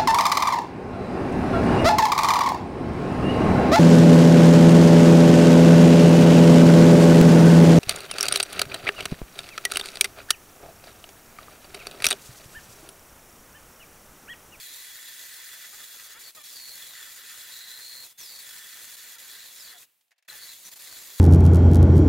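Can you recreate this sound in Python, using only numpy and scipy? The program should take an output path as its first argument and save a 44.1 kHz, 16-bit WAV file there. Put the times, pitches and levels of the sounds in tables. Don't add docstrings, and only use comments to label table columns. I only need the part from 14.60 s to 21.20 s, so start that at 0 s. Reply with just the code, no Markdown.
import sys
import numpy as np
from scipy import signal
from scipy.fft import rfft, irfft, next_fast_len
from scipy.io import wavfile
from scipy.ndimage import uniform_filter1d

SR = 44100
rng = np.random.default_rng(int(sys.argv[2]) if len(sys.argv) > 2 else 0)


def unload_wav(signal):
    wavfile.write(
        sys.argv[1],
        SR,
        np.round(np.clip(np.atleast_2d(signal).T, -1, 1) * 32767).astype(np.int16),
    )


N = 291049
SIZE = next_fast_len(N, True)
T, HZ = np.arange(N) / SR, np.fft.rfftfreq(SIZE, 1 / SR)
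WORKING_SPEED_HZ = 3084
SQUEAL_FALL_S = 0.02

# start and end in seconds, rasp boost in dB, rasp fade in dB per second,
# scrape boost in dB, attack and release in seconds.
PUSHES = [(-.01, 1.735, .9, 1.3, -1, .008, .012), (1.725, 3.54, 0, .4, 0, .012, .018),
          (3.574, 5.262, 0, 1.0, 0, .015, .03), (5.678, 6.7, -.2, 0, 2, .008, .02)]
# start, length and rise in seconds, first and settled pitch in Hz,
# relative level in dB, raggedness (1 is a locked tone, 2 or more a screech).
SQUEALS = [(.0, .22, 0.061, 4130, 3980, -51.5, 2), (1.18, 0.069, 0.024, 1350, 1280, -57, 1.2),
           (1.31, 0.2, .03, 1420, 1247, -62.5, 1.23), (1.62, .092, 0.023, 4540, 4100, -49, 2.4),
           (1.828, .13, .015, 5800, 5100, -57, 1.6), (1.932, 0.23, .025, 4650, 4300, -46.5, 0.98),
           (2.219, 0.14, .09, 3880, 3780, -54, 1.8), (2.677, 0.095, 0.029, 1450, 1242, -58, 1.3),
           (2.85, 0.25, 0.093, 3900, 4030, -48, 2), (3.05, 0.15, 0.065, 3950, 4100, -47, 1.6),
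           (3.19, 0.27, .03, 4190, 4210, -45.5, 1.1), (3.576, 0.25, .015, 6570, 4370, -49, 1.24),
           (4.62, 0.29, .1, 4250, 4046, -53, 2.6), (4.951, 0.18, 0.059, 6040, 4050, -51.5, 1.96),
           (5.775, 0.098, 0.02, 4400, 4340, -49.5, 2.5), (5.86, 0.084, 0.037, 4090, 3960, -49, 1.8),
           (6.035, 0.057, .02, 6040, 5760, -49, 1.4), (6.239, 0.16, 0.083, 4460, 4340, -53, 2.1)]
# start and length in seconds, first and last pitch in Hz,
# level in dB, strongest frequency in Hz, rasp lost in dB.
JUDDERS = [(1.124, 0.033, 394, 430, -55, 1100, -0.5), (1.542, 0.055, 403, 508, -52, 1430, 6.5),
           (1.762, 0.04, 636, 604, -50.5, 1300, 4), (1.79, 0.048, 591, 589, -56, 1800, 4.5),
           (4.557, 0.028, 482, 440, -54.5, 1500, 6), (5.132, .05, 763, 685, -57.5, 1040, 4.5),
           (5.697, 0.0087, 4120, 4050, -38.5, 4000, 5), (5.712, 0.046, 883, 830, -52.5, 1520, 3)]
# centre and width in Hz, relative level in dB.
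TREBLE_PEAKS = [(2590, 80, -2), (2780, 80, -4), (3790, 130, -2), (4120, 130, -2), (4340, 170, -1),
                (4730, 70, -2), (5250, 110, -2), (6050, 130, -4), (6420, 100, -1), (6712, 85, 7),
                (7090, 120, 3), (7320, 200, 2), (8030, 200, 0), (9170, 140, 6), (9850, 100, 3),
                (10550, 200, -2), (11120, 180, 1), (11700, 200, -1), (12350, 230, 3), (13400, 180, 1),
                (13950, 200, -2), (14550, 250, 3)]


def amp(db):
    return 10 ** (np.asarray(db) / 20)


def unit(x):
    return x / np.sqrt(np.mean(x ** 2) + 1e-20)


def levelled(x):
    return x / np.sqrt(uniform_filter1d(x ** 2, size=3000) + 1e-12)


def curve(points):
    return np.interp(T, *np.transpose(points))


def swell_and_fade(start, end, attack, release):
    return np.clip(np.minimum((T - start) / attack, (end - T) / release), 0, 1)


def plateau(middle, reach, steepness):
    out, near = np.zeros(N), abs(T - middle) < 2 * reach
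    out[near] = np.exp(-abs((T[near] - middle) / reach) ** steepness)
    return out


def spectrum(points):
    hz, db = np.transpose(points)
    return amp(np.interp(np.log(HZ + 1), np.log(hz + 1), db))


def modes(rows):
    return sum(amp(db) ** 2 / (1 + ((HZ - hz) / width) ** 2) ** 2 for hz, width, db in rows)


def colour(x, gain):
    return unit(irfft(rfft(x, SIZE) * gain, SIZE)[:N])


def noise():
    return rng.standard_normal(N)


def wander(hz):
    a, b = rng.standard_normal((2, len(HZ)))
    return unit(irfft((a + 1j * b) / (1 + ((HZ / hz) ** 2) ** 2), SIZE)[:N])


def band(hz, width_hz, force):
    phase = 2 * np.pi * np.cumsum(hz) / SR
    return force * (wander(width_hz) * np.cos(phase) + wander(width_hz) * np.sin(phase))


def street(level_db=-88):
    # frequency in Hz, relative level in dB.
    street_eq = [(15, -59), (25, -33), (231, -31), (691, 3), (1540, -9), (2020, -15), (2930, 0),
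                 (5420, -16), (15000, -49)]
    return amp(level_db) * np.array([colour(noise(), spectrum(street_eq)) for _ in range(2)])


def widen(middle, second_copy):
    # frequency in Hz, side level against the middle in dB.
    width_eq = [(60, 0.5), (110, -4), (200, 2), (380, -3.5), (700, -1.5), (1290, -11), (2380, -9.5),
                (4400, -9.5), (8120, -4.5), (15000, -3)]
    side = irfft(rfft(second_copy, SIZE) * spectrum(width_eq), SIZE)[:N]
    return np.array([middle + side, middle - side])


def motor(hz, whine_db=-78, air_db=-64.5, waver=0.004):
    wavering_hz = hz * (1 + waver * wander(54.6))
    whine = np.sqrt(2) * np.sin(2 * np.pi * np.cumsum(wavering_hz) / SR)
    air_eq = [(30, -13), (300, -5.5), (1000, -7.0), (2500, -0.5), (6000, -5.0), (15000, 1)]
    air = colour(noise(), spectrum(air_eq))
    speed = np.maximum(hz, 0) / WORKING_SPEED_HZ
    return amp(whine_db) * speed ** 6 * whine + amp(air_db) * speed ** 1.7 * air


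def knocks(rise_s=0.0022):
    # time in seconds, tick and thud levels in dB, seconds to die away by 60 dB.
    hits = [(5.23, -69, -58, 0.057), (5.411, -67, -88, 0.055), (5.482, -74, -87, .03),
            (5.510, -65, -72, 0.051), (5.518, -69, -60, 0.066), (5.561, -87.5, -82, 0.17),
            (5.582, -68, -85, 0.051), (5.587, -82, -72, 0.066), (5.626, -67.5, -68, 0.043),
            (5.65, -78, -77, 0.087), (5.684, -56, -48, 0.082)]
    # frequency in Hz, relative level in dB.
    knock_eq = [(100, -40), (300, -21), (580, -8), (1250, -13), (2000, -6), (3400, 0.5), (5400, -2),
                (7500, -7.5), (15000, -12)]
    # centre and width in Hz, relative level in dB.
    thud_modes = [(648, 155, -3), (1070, 130, -7), (1806, 360, 3.5), (2300, 140, -3), (2640, 90, -2)]
    tick = colour(noise(), spectrum(knock_eq) * np.sqrt(1 + modes(TREBLE_PEAKS)))
    thud = colour(noise(), spectrum(knock_eq) * np.sqrt(modes(thud_modes)))
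    out, t = np.zeros(N), T[:SR // 4]
    for start, tick_db, thud_db, t60 in hits:
        at = int((start - rise_s) * SR) + np.arange(len(t))
        fade = amp(-60 * np.maximum(t - rise_s, 0) / t60) * np.minimum(t / rise_s, 1)
        out[at] += fade * (amp(tick_db) * tick[at] + amp(thud_db) * thud[at])
    return out


def judder(rough=0.0088, spread=0.47):
    out, drift = np.zeros(N), 1 + rough * wander(250)
    for start, length, first_hz, last_hz, db, peak_hz, _ in JUDDERS:
        at = np.arange(int(start * SR), int((start + length) * SR))
        phase = 2 * np.pi * np.cumsum(np.linspace(first_hz, last_hz, len(at)) * drift[at]) / SR
        tone = sum(np.sin(k * phase) / (1 + (np.log(k * first_hz / peak_hz) / spread) ** 2)
                   for k in range(1, 6))
        out[at] += amp(db) * unit(tone) * np.sin(np.linspace(0, np.pi, len(at)))
    return out


def squeal(teeth_passed, bites, swing_hz=110, settle_s=0.072, steady=0.4, octave_db=-19, trim_db=-0.75):
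    jitter_hz = 105 * wander(450)
    swing = swing_hz * np.cos(2 * np.pi * teeth_passed)
    swell = levelled(steady + uniform_filter1d(bites, size=70))
    out = np.zeros(N)
    for start, length, rise, first_hz, settled_hz, db, ragged in SQUEALS:
        at = np.flatnonzero((T >= start) & (T < start + length))
        hz = settled_hz + (first_hz - settled_hz) * np.exp(-((T[at] - start) / settle_s) ** 1.5)
        level = amp(db) * swell_and_fade(start, start + length, rise, SQUEAL_FALL_S)[at]
        phase = 2 * np.pi * np.cumsum(hz + swing[at] + ragged * jitter_hz[at]) / SR
        out[at] += level * (np.sin(phase) + amp(octave_db) * np.sin(2 * phase))
    return amp(trim_db) * np.sqrt(2) * swell * out


def tooth_bites(teeth_passed, uneven_db=2.5, hold=0.57, slop=0.11):
    position = teeth_passed + slop * wander(60)
    strengths = amp(uneven_db * np.clip(rng.standard_normal(4000), -2, 2))
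    bites = strengths[position.astype(int) % 4000] * np.exp(-(position % 1) / hold)
    return unit(uniform_filter1d(bites, size=70))


def force_on_cut(bites, bite_share=0.23, grit_db=0.6, throb_db=0.5):
    return (1 - bite_share + bite_share * bites) * amp(throb_db * wander(53) + grit_db * wander(1600))


def tooth_contact(catch_s=0.0026):
    # end and length in seconds, dip in dB (negative lifts).
    skips = [(0.492, 0.0066, -4.5), (1.499, 0.019, 3), (1.75, 0.042, 13.5), (1.839, 0.016, 6),
             (2.562, 0.037, 3.5), (3.545, 0.073, 7), (4.369, 0.0099, 6.5), (4.586, 0.014, 4.5),
             (4.962, .075, 2.5), (5.263, 0.13, 4.5), (6.05, 0.1, 4), (6.116, .023, 9), (6.159, 0.016, 9),
             (6.194, 0.018, 6), (6.315, 0.019, 2.5)]
    loss_db = sum(db * plateau(end, length, steepness=6.9) * np.clip((end - T) / catch_s, 0, 1)
                  for end, length, db in skips)
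    pushing = sum(swell_and_fade(start, end, attack, release) for start, end, *_, attack, release in PUSHES)
    return amp(-loss_db) * pushing


def digging(usual_db=-55):
    # time in seconds, drive to the panel's ring in dB.
    ring_drive = [
        [(0.0, -55.5), (1.036, -52.5), (1.046, -49.5), (1.102, -60.5), (1.122, -54.5), (1.382, -58.5),
         (1.392, -52.5), (1.434, -59.5), (1.59, -54), (1.61, -60.5), (1.684, -55.5), (1.7, -63)],
        [(1.83, -63), (1.982, -58), (2.098, -60.5), (2.23, -52.5), (2.276, -59), (2.396, -50.5), (2.564, -56),
         (2.616, -54.5), (3.136, -54), (3.304, -57.5), (3.326, -54.5), (3.5, -62.5)],
        [(3.59, -60.5), (3.772, -60), (3.828, -55), (4.21, -53.5), (4.232, -57.5), (4.83, -54.5),
         (4.944, -64.5), (4.972, -59.5), (5.16, -54), (5.202, -64.5), (5.234, -58), (5.24, -64)],
        [(5.69, -51.5), (5.922, -59.5), (6.022, -70), (6.084, -56), (6.102, -71), (6.134, -56.5), (6.156, -71),
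         (6.164, -61.5), (6.202, -66.5), (6.236, -56.5), (6.548, -62), (6.6, -54)],
    ]
    return curve(np.vstack(ring_drive)) - usual_db


def binding():
    return sum(lost_db * plateau(start + length / 2, reach=0.44 * length, steepness=5.9)
               for start, length, *_, lost_db in JUDDERS)


def squeal_ducking(reference_db=-52):
    return sum((amp(db - reference_db) * swell_and_fade(start, start + length, rise, SQUEAL_FALL_S)) ** 2
               for start, length, rise, _, _, db, _ in SQUEALS)


def engagement(whine_hz, sway_hz=11, max_sag=0.1204, cup_fade_db_per_s=0.54):
    depth, bound, duck = digging(), binding(), squeal_ducking()
    sag = np.minimum(1 - whine_hz / WORKING_SPEED_HZ, max_sag)
    push_rasp, push_scrape = np.zeros((2, N))
    for start, _, rasp_boost, fade, scrape_boost, *_ in PUSHES:
        push_rasp = np.where(T >= start, rasp_boost - fade * (T - start), push_rasp)
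        push_scrape = np.where(T >= start, scrape_boost, push_scrape)
    choke = 0.22 * bound
    sunk = cup_fade_db_per_s * T
    rasp_db = -44.5 + push_rasp - bound - 0.14 * duck + 0.7 * wander(sway_hz)
    panel_db = -56 + 1.38 * depth - choke + wander(sway_hz)
    scrape_db = -65.5 + push_scrape + 0.49 * bound
    cup_db = -56 + 0.54 * depth - choke - duck - sunk + 2.5 * wander(sway_hz)
    grind_db = -58 + 0.5 * depth + 16 * sag - choke - duck
    chatter_hz = 1800 * (1 - 0.5 * sag) - 6 * depth
    return rasp_db, panel_db, scrape_db, cup_db, grind_db, chatter_hz


def friction(force, gain, patchy_db=2.0):
    frames = signal.stft(colour(noise() * force, gain), nperseg=512)[2]
    patches = uniform_filter1d(rng.standard_normal(frames.shape), size=3, axis=0)
    patches = unit(uniform_filter1d(patches, size=5, axis=1))
    return unit(signal.istft(frames * amp(patchy_db * patches), nperseg=512)[1][:N])


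def panel_ring(force, chatter_hz, width_hz=330):
    # centre and width in Hz, relative level in dB.
    panel_modes = [(1050, 70, 3), (1284, 96, 3.5), (1494, 32, 1), (1627, 34, -3), (1790, 36, 4),
                   (1978, 46, 4.5), (2170, 93, -2)]
    chatter = band(chatter_hz, width_hz, force)
    return levelled(colour(chatter, np.sqrt(0.15 + modes(panel_modes))))


def cutting(force, controls, cup_hz=3406, cup_width_hz=105):
    # frequency in Hz, relative level in dB.
    rasp_eq = [(300, -20.5), (1000, -14.5), (1500, -3.5), (2300, 0.5), (2950, -5), (3900, 3.5), (5200, .5),
               (7500, 0.5), (8500, -1), (11500, -0.5), (15500, -1)]
    scrape_eq = [(15, -5), (60, -6), (150, -4.5), (300, -4.5), (480, -1), (800, -2.5), (1080, 1.5),
                 (1400, -5.5), (2500, -35)]
    grind_eq = [(900, -32), (1700, -4), (2200, -6), (2850, 0), (3600, -3.5), (4600, -1.5), (6500, -19),
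                (12000, -35)]
    rasp_db, panel_db, scrape_db, cup_db, grind_db, chatter_hz = controls
    rasp = amp(rasp_db) * friction(force, spectrum(rasp_eq) * np.sqrt(1 + modes(TREBLE_PEAKS)))
    scrape = amp(scrape_db + 1.6 * wander(12)) * friction(force, spectrum(scrape_eq))
    panel = panel_ring(force, chatter_hz) * amp(panel_db + 0.97 * wander(21))
    cup = amp(cup_db) * unit(band(np.full(N, cup_hz), cup_width_hz, force))
    grind = amp(grind_db) * friction(force, spectrum(grind_eq))
    return rasp + scrape + panel + cup + grind


def scene(whine_cycles_per_tooth=25):
    # time in seconds, whine in Hz.
    motor_speed = [(0, 3294), (1.5, 2790.5), (2.1, 3248.5), (2.5, 2756.5), (3.45, 3149), (3.6, 3583),
                   (3.73, 3539), (3.95, 2749), (5.262, 2883), (5.33, 2301), (5.5, 1102), (5.56, 0),
                   (5.675, 2), (5.72, 2899.5), (6.6, 3199.5)]
    whine_hz = curve(motor_speed)
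    teeth_passed = np.cumsum(whine_hz) / whine_cycles_per_tooth / SR
    bites = tooth_bites(teeth_passed)
    force, contact, controls = force_on_cut(bites), tooth_contact(), engagement(whine_hz)
    middle, second_copy = (contact * cutting(force, controls) + squeal(teeth_passed, bites)
                           + judder() + motor(whine_hz) + knocks() for _ in range(2))
    return widen(middle, second_copy) + street()


def record(dry, cutoff_hz=15850):
    lowpass = signal.firwin(511, cutoff_hz, window=("kaiser", 9), fs=SR)
    return signal.oaconvolve(dry, lowpass[None], "same")


dry = scene()
out = record(dry)
unload_wav(out)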